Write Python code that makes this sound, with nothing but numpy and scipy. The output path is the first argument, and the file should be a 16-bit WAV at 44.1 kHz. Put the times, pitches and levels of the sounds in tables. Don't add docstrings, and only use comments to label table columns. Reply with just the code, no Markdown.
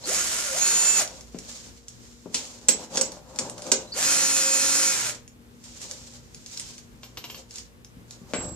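import sys
import numpy as np
from scipy import signal
from scipy.fft import rfft, irfft, next_fast_len
from scipy.io import wavfile
from scipy.ndimage import uniform_filter1d

SR = 44100
rng = np.random.default_rng(int(sys.argv[2]) if len(sys.argv) > 2 else 0)


def bounce(signal):
    frames = np.transpose(np.atleast_2d(signal))
    limited = np.clip(frames, -1, 1)
    pcm = np.round(limited * 32767).astype(np.int16)
    wavfile.write(sys.argv[1], SR, pcm)


N = 377055
T = np.arange(N) / SR
FULL_HZ = 838
CONTACT_S, TICK_RISE_S, BODY_RISE_S = .0015, .003, .012

# frequency in Hz, level in dB, T60 in seconds.
HUB_MODES = [(254, -8, 0.11), (535, -3, .14), (945, -8, .05)]


def undb(db):
    return 10 ** (np.asarray(db) / 20)


def unit(x):
    return x / np.sqrt(np.mean(x ** 2))


def colour(x, points):
    hz, db = np.transpose(points)
    size = next_fast_len(N)
    f = np.fft.rfftfreq(size, 1 / SR) + 1
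    gain = undb(np.interp(np.log(f), np.log(hz), db))
    return irfft(rfft(x, size) * gain)[..., :N]


def band(x, lo_hz, hi_hz):
    sos = signal.butter(3, [lo_hz, min(hi_hz, SR / 2.2)], "band", fs=SR, output="sos")
    return signal.sosfilt(sos, x)


def walk(rate_hz):
    k = int(SR / rate_hz)
    steps = np.repeat(rng.standard_normal(N // k + 1), k)
    return 1.3 * uniform_filter1d(uniform_filter1d(steps, k), k)[:N]


def fade(t60_s, size=SR // 2):
    return np.exp(-np.log(1000) * np.arange(size) / SR / max(t60_s, 1e-3))


def ring(modes):
    t = T[:SR // 2]
    return sum(undb(db + 3.7 * rng.standard_normal()) * fade(t60_s) * np.sin(2 * np.pi * hz * t)
               for hz, db, t60_s in modes)


def crack(lo_hz, hi_hz, t60_s, rise_s=CONTACT_S):
    click_share = .75
    size = min(int(2 * t60_s * SR), SR // 2)
    decay = fade(t60_s, size)
    noise = rng.standard_normal(size) * decay * (1 - np.exp(-T[:size] / rise_s))
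    noise[int(rise_s * SR / 2)] += click_share * np.sqrt(np.sum(noise ** 2))
    burst = unit(band(noise, lo_hz, hi_hz)) * np.sqrt(np.mean(decay ** 2)) / 2
    return np.pad(burst, (0, SR // 2 - size))


def add(out, start_s, sound, pan_db=0):
    i = int(start_s * SR)
    sides = undb(np.array([[pan_db], [-pan_db]]) / 2)
    out[:, i:i + len(sound)] += sides * sound[:N - i]


def rustle():
    # loudest moment in seconds, swish level in dB, rise in seconds per 10 dB,
    # fall in seconds per 10 dB, body level in dB over the swish.
    swishes = [(.02, -47, .1, .1, -6), (1.11, -45, .03, .12, -5), (1.53, -39, .1, .12, -16),
               (2.05, -54, .6, .5, -19), (2.35, -33, .012, .12, -12), (2.84, -42, .15, .025, -2),
               (2.955, -34, .025, .08, -3), (3.13, -48, .15, .08, 1), (3.43, -44, .1, .1, 4),
               (3.66, -42, .08, .2, 0), (3.82, -48, .1, .04, 0), (5.15, -43, .03, .04, -8),
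               (5.65, -49, .02, .05, -16), (5.82, -42, .1, .1, -16), (5.92, -41, .1, .15, -14),
               (6.17, -51, .2, .02, -12), (6.59, -40, .14, .12, -21), (6.79, -50, .2, .02, -18),
               (7.06, -53, .06, .06, -5), (7.39, -48, .15, .04, -7), (7.52, -46, .02, .06, -18),
               (7.59, -41, .03, .04, -20), (8.13, -51, .04, .06, -9), (8.31, -52, .02, .1, -5),
               (8.45, -47, .12, .1, 2)]
    peak_s, db, rise_s, fall_s, body_db = np.transpose(swishes)[:, :, None]
    coarse = T[::64]
    slopes = np.maximum((peak_s - coarse) / rise_s, (coarse - peak_s) / fall_s)
    swish_power = undb(2 * db - 20 * slopes)
    body_power = swish_power * undb(2 * body_db)
    swish_gain = np.interp(T, coarse, np.sqrt(swish_power.sum(0)))
    body_gain = np.interp(T, coarse, np.sqrt(body_power.sum(0)))
    unevenness_db = 2.6 * rng.exponential(size=(3, N)) + 2.2 * walk(60)
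    grains = rng.standard_normal((3, N)) * undb(unevenness_db)
    swish = unit(colour(grains[:2], [(1000, -13), (3000, -5.5), (5300, 0.5), (7200, 1.5),
                                     (9000, -10.5), (14000, -23.5)]))
    body = unit(band(grains[2], 129, 1007)) + 0.6 * unit(band(grains[2], 480, 600))
    return swish_gain * swish + body_gain * body


def outdoor_air():
    # frequency in Hz, relative spectral level in dB.
    spectrum = [(26, -42.5), (45, -7), (198, -12.5), (241, -10), (272, -15.5), (464, -19.5), (621, -27),
                (15000, -46.5)]
    mid, side = colour(rng.standard_normal((2, N)), spectrum)
    side = colour(side, [(60, -3), (300, -6), (1300, 3.5)])
    stereo = mid + side * np.array([[1], [-1]])
    return undb(-54.5 + 1.2 * walk(12)) * stereo / np.std(mid)


def mains_hum():
    # frequency in Hz, nominal RMS level in dB.
    lines = [(59.5, -63), (119.5, -62.5), (239.5, -60.5), (470, -68.5)]
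    hum = sum(undb(db + 3.5 * walk(8)) * np.sin(2 * np.pi * hz * T + .5 * walk(7.1)) for hz, db in lines)
    return np.sqrt(2) * hum


def trigger_tones():
    # start in seconds, end in seconds, first Hz, last Hz, nominal level in dB.
    glides = [(.034, .065, 4150, 4900, -36), (3.865, 3.935, 4025, 4035, -54),
              (3.918, 3.952, 4250, 4800, -33)]
    out = np.zeros((2, N))
    for start_s, end_s, first_hz, last_hz, db in glides:
        i = slice(int(start_s * SR), int(end_s * SR))
        hz = np.linspace(first_hz, last_hz, i.stop - i.start) + .4 * (last_hz - first_hz) * walk(900)[i]
        tone = np.sin(2 * np.pi * np.cumsum(hz) / SR)
        level = undb(db + 3 * walk(400)[i])
        add(out, start_s, level * tone * signal.windows.tukey(len(tone), .4))
    return out


def motor_hum(hz, phase):
    hum_db, torque_db = -53, -33
    housing_hz, housing_width_hz, housing_db = 545, 40, -40
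    hard_hz_per_s = 6000
    slope = uniform_filter1d(np.gradient(hz) * SR, size=800)
    torque = np.tanh(np.abs(slope) / hard_hz_per_s)
    housing = np.exp(-((hz - housing_hz) / housing_width_hz) ** 2)
    level = undb(hum_db) + undb(torque_db) * torque ** 2 + undb(housing_db) * housing
    return level * np.sin(phase)


def whine_tones(phase, partials):
    out = 0
    for multiple, db in partials:
        swell_db = 1.8 * walk(7) + 2.5 * np.array([walk(35), walk(35)])
        out = out + undb(db + swell_db) * np.sin(multiple * phase + 0.4 * walk(80))
    return out


def labouring_tones(hz, hiss_db, phase):
    # multiple of the commutation rate, level in dB over the hiss, resonance in Hz.
    partials = [(9, -8, 6600), (11, -10, 7400)]
    out = 0
    for multiple, db, peak_hz in partials:
        nearness = np.exp(-((multiple * hz / peak_hz - 1) / .08) ** 2)
        level = undb(hiss_db + db + 4.0 * walk(40))
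        out = out + level * nearness * np.sin(multiple * phase + 3.5 * walk(90))
    return out


def shaft_lines(phase):
    return sum(undb(-53 + 4 * walk(15)) * np.sin(k * phase / 3 + k * k) for k in np.arange(3, 31))


def brush_hiss(hz, phase):
    # frequency in Hz, relative spectral level in dB.
    spectrum = [(88, -30), (150, -13), (278, -9.5), (1010, -8.5), (1380, -4.5), (3700, -7), (6900, 1.5),
                (9000, -5.5), (12400, -13.5), (15000, -23.5)]
    # frequency in Hz, width in Hz, level in dB over the hiss before the fall with speed.
    case_bands = [(545, 60, -24), (1420, 220, -22)]
    case_quiet_db = -7
    spit = 1 + 0.16 * np.cos(phase / 3) + 0.23 * np.cos(phase)
    noise = rng.standard_normal(N) + 1.37 * rng.standard_normal((2, N))
    noise *= undb(3 * rng.exponential(size=N))
    hiss = unit(colour(noise * spit * undb(1.1 * walk(150)), spectrum))
    case = sum(undb(db) * unit(band(hiss, f - w / 2, f + w / 2)) for f, w, db in case_bands)
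    return hiss + undb(case_quiet_db * (hz / FULL_HZ) ** 4) * case


def drill():
    # time in seconds, commutation rate in Hz, hiss level in dB.
    speeds = [
        [(.045, 216, -33), (.08, 325, -28), (.13, 781, -25), (.23, 700, -27), (.3, 620, -28.5),
         (.355, 670, -25.5), (.45, 590, -31), (.53, 519, -29), (.575, 760, -27.5), (.61, 815, -26),
         (.635, 856, -25.5), (.74, 873, -25), (.95, 885, -24.5), (1.0, 843, -23), (1.025, 603, -24),
         (1.1, 415, -30)],
        [(3.945, 300, -29), (3.97, 549, -27), (4.02, 780, -25), (4.07, 842, -24), (4.14, 853, -24),
         (4.3, 856, -25), (4.44, 843, -26), (4.6, 851, -25.5), (4.78, 853, -25), (4.9, 842, -26),
         (5.0, 760, -27), (5.09, 590, -29), (5.18, 450, -30)],
    ]
    # multiple of the commutation rate, level in dB over the whine level.
    whines = [
        [(3, -4.5), (5, -5), (7, 2), (8, 12), (9, -4), (10, -1)],
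        [(3, -6), (5, -4), (6, 4), (7, 4), (8, 7), (9, 1), (10, -5), (11, 0), (14, -8.5)],
    ]
    # multiple of the commutation rate, level in dB over the whine level.
    gears = [(.333, -14), (.638, -9), (1.594, -15)]
    # trigger pulled in seconds, release begins in seconds, bolt in the socket 0 or 1.
    pulls = [(.04, 1.022, 0), (3.935, 5.097, 1)]
    attack_s, release_s = .035, .045
    whine_db, droop_db_per_hz = -32, 0.2
    grind, sung = np.zeros((2, 2, N))
    for speed, whine, (start_s, stop_s, loaded) in zip(speeds, whines, pulls):
        s, hz, hiss_db = np.transpose(speed)
        hz, hiss_db = np.interp(T, s, hz), np.interp(T, s, hiss_db)
        rise, fall = (T - start_s) / attack_s - 1, (stop_s - T) / release_s
        gate = (T > start_s) * undb(20 * np.minimum(np.minimum(rise, fall), 0))
        phase = 2 * np.pi * np.cumsum(hz * (1 + .001 * walk(40))) / SR
        droop = undb(droop_db_per_hz * np.minimum(hz - FULL_HZ, 0))
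        rough = (1 - droop) * labouring_tones(hz, hiss_db, phase)
        if loaded:
            rough = rough + shaft_lines(phase)
        grind += gate * (rough + motor_hum(hz, phase) + undb(hiss_db) * brush_hiss(hz, phase))
        partials = whine + gears if loaded else whine
        sung += gate * undb(whine_db) * droop * whine_tones(phase, partials)
    return grind, sung


def ticks():
    # start in seconds, level in dB.
    hits = [(1.075, -24), (1.2083, -30), (1.3865, -25), (1.8822, -26), (2.9568, -18), (3.1184, -25.5),
            (3.3593, -27), (3.497, -22), (3.579, -27), (3.6197, -25), (3.666, -25), (5.2772, -33),
            (5.6388, -33), (5.815, -26), (5.911, -20), (6.345, -27), (6.461, -26), (6.5732, -20),
            (6.5962, -19), (6.7795, -30), (7.5083, -30), (7.5571, -25), (7.5824, -25), (7.8461, -32),
            (8.1076, -27)]
    out = np.zeros((2, N))
    for s, db in hits:
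        hz = 6300 * (1 + .1 * rng.standard_normal())
        narrow = crack(hz / 1.39, hz * 1.2, 0.012, TICK_RISE_S)
        broad = crack(2000, 10000, 0.012, TICK_RISE_S)
        add(out, s, undb(db) * (narrow + undb(-3) * broad))
    return out


def thuds():
    # start in seconds, level in dB, centre in Hz, T60 in seconds, slap in dB over the thud.
    hits = [(1.345, -25.5, 275, 0.09, -24), (2.258, -27, 285, 0.08, -32), (8.335, -20, 420, 0.17, -5),
            (8.405, -32, 700, 0.12, -10)]
    out = np.zeros((2, N))
    for s, db, hz, t60_s, slap_db in hits:
        slap = crack(1000, 3000, 0.2) + 0.85 * crack(3000, 7900, 0.12)
        add(out, s, undb(db) * (crack(hz / 2.2, hz * 1.9, t60_s) + undb(slap_db) * slap), 3)
    return out


def clanks():
    # start in seconds, level in dB, knock in dB over the snap, crack T60 in seconds,
    # left minus right in dB, ring in dB over the snap.
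    hits = [(2.3438, -18, -15, 0.13, 3, -20), (2.6851, -7.5, -13, 0.044, -2.5, -8),
            (2.9716, -14.5, -9.5, 0.047, -0.5, -28), (3.0114, -14, -13.5, 0.018, -5.5, -8),
            (3.3874, -16.5, -14, 0.025, 5.5, -37), (3.7169, -7.5, -11.5, 0.029, -8.5, -21)]
    # frequency in Hz, level in dB, T60 in seconds.
    socket_modes = [(6785, 0, .04), (7620, -1, 0.04), (7709, 6.5, 0.1), (12750, -19, 0.11)]
    out = np.zeros((2, N))
    for s, db, knock_db, t60_s, pan_db, ring_db in hits:
        knock = crack(850, 2250, 0.05) + 0.75 * crack(200, 650, 0.17, BODY_RISE_S)
        knock = knock + undb(-11) * ring(HUB_MODES)
        snap = crack(2400, 8200, t60_s) + 1.6 * crack(4940, 8000, 0.026)
        bounce_s = rng.uniform(.002, .005)
        snap = snap + 1.3 * np.roll(crack(4500, 8000, .02), int(bounce_s * SR))
        clank = snap + undb(ring_db) * ring(socket_modes) + undb(knock_db) * knock
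        add(out, s, undb(db) * clank, pan_db)
    return out


def knocks():
    # start in seconds, level in dB, brightness in dB per octave.
    hits = [(2.788, -32, 10), (2.998, -26, 0), (3.4, -29, 0), (3.478, -35, 0), (3.732, -28, 0)]
    out = np.zeros((2, N))
    onset = 1 - np.exp(-T[:SR // 2] / TICK_RISE_S)
    top_hz = HUB_MODES[-1][0]
    for s, db, tilt_db in hits:
        modes = [(hz, mode_db + tilt_db * np.log2(hz / top_hz), t60_s) for hz, mode_db, t60_s in HUB_MODES]
        add(out, s, undb(db) * ring(modes) * onset)
    return out


def jingles():
    # start in seconds, level in dB, ring in dB over the burst.
    hits = [(7.0318, -33.5, -19), (7.1715, -27.5, -17), (7.24, -29, -15), (7.2993, -32.5, -13),
            (7.3451, -34.5, -13)]
    # frequency in Hz, level in dB, T60 in seconds.
    spanner_modes = [(2844, 6, 0.058), (3160, 6, 0.06), (4420, -3, 0.042), (12730, 2, 0.22)]
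    out = np.zeros((2, N))
    for s, db, ring_db in hits:
        burst = crack(2140, 6200, 0.08, TICK_RISE_S)
        low = undb(-6.5) * crack(270, 1350, 0.071)
        add(out, s, undb(db) * (burst + undb(ring_db) * ring(spanner_modes) + low))
    return out


def bumps():
    # start in seconds, level in dB.
    hits = [(7.968, -37), (8.215, -36), (8.385, -30), (8.435, -29), (8.475, -32), (8.515, -30)]
    out = np.zeros((2, N))
    for s, db in hits:
        add(out, s, undb(db) * crack(38, 260, .2))
    return out


def steel_bar():
    # start in seconds, level in dB, frequency in Hz, T60 in seconds.
    bar = (8.345, -37, 7666, .9)
    s, db, hz, t60_s = bar
    out = np.zeros((2, N))
    add(out, s, undb(db) * fade(t60_s) * np.sin(2 * np.pi * hz * T[:SR // 2]))
    return out


def garage(dry):
    # frequency in Hz, T60 in seconds.
    room_t60 = [(200, 0.43), (1500, 0.29), (6000, 0.27), (14000, 0.099)]
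    room_db, gap_s = -3.5, .003
    hz, t60_s = np.transpose(room_t60)
    echo = 0
    for f in 125 * 2. ** np.arange(7):
        decay = fade(np.interp(np.log(2.0 * f), np.log(hz), t60_s))
        mid, side = band(rng.standard_normal((2, SR // 2)), f, 2 * f) * decay
        apart = min(f / 1100, 1)
        stereo = mid + apart * side * np.array([[1], [-1]])
        echo = echo + stereo / np.sqrt((1 + apart ** 2) * np.sum(mid ** 2) * SR / 2 / f)
    echo = np.pad(echo, ((0, 0), (int(gap_s * SR), 0)))
    wet = signal.fftconvolve(dry.mean(0, keepdims=True), echo, axes=1)[:, :N]
    return dry + undb(room_db) * wet


def scene():
    grind, whine = drill()
    blows = ticks() + thuds() + clanks() + knocks() + jingles() + bumps() + steel_bar()
    return garage(rustle() + trigger_tones() + grind + blows) + whine + outdoor_air() + mains_hum()


def record(dry):
    # frequency in Hz, left minus right in dB.
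    mic_tilt = [(60, -2), (200, 4), (4500, 2), (8000, -6), (14000, 2)]
    port_hz, top_hz, ceiling = 5030, 15050, .75
    hz, db = np.transpose(mic_tilt)
    left, right = (colour(x, np.transpose([hz, sign * db / 2])) for x, sign in zip(dry, (1, -1)))
    warp = np.tan(np.pi * port_hz / SR)
    a = (warp - 1) / (warp + 1)
    right = signal.lfilter([a, 1], [1, a], right)
    rounded = ceiling * np.tanh(np.array([left, right]) / ceiling)
    return signal.sosfilt(signal.ellip(12, .2, 70, top_hz, fs=SR, output="sos"), rounded)


dry = scene()
out = record(dry)
bounce(out)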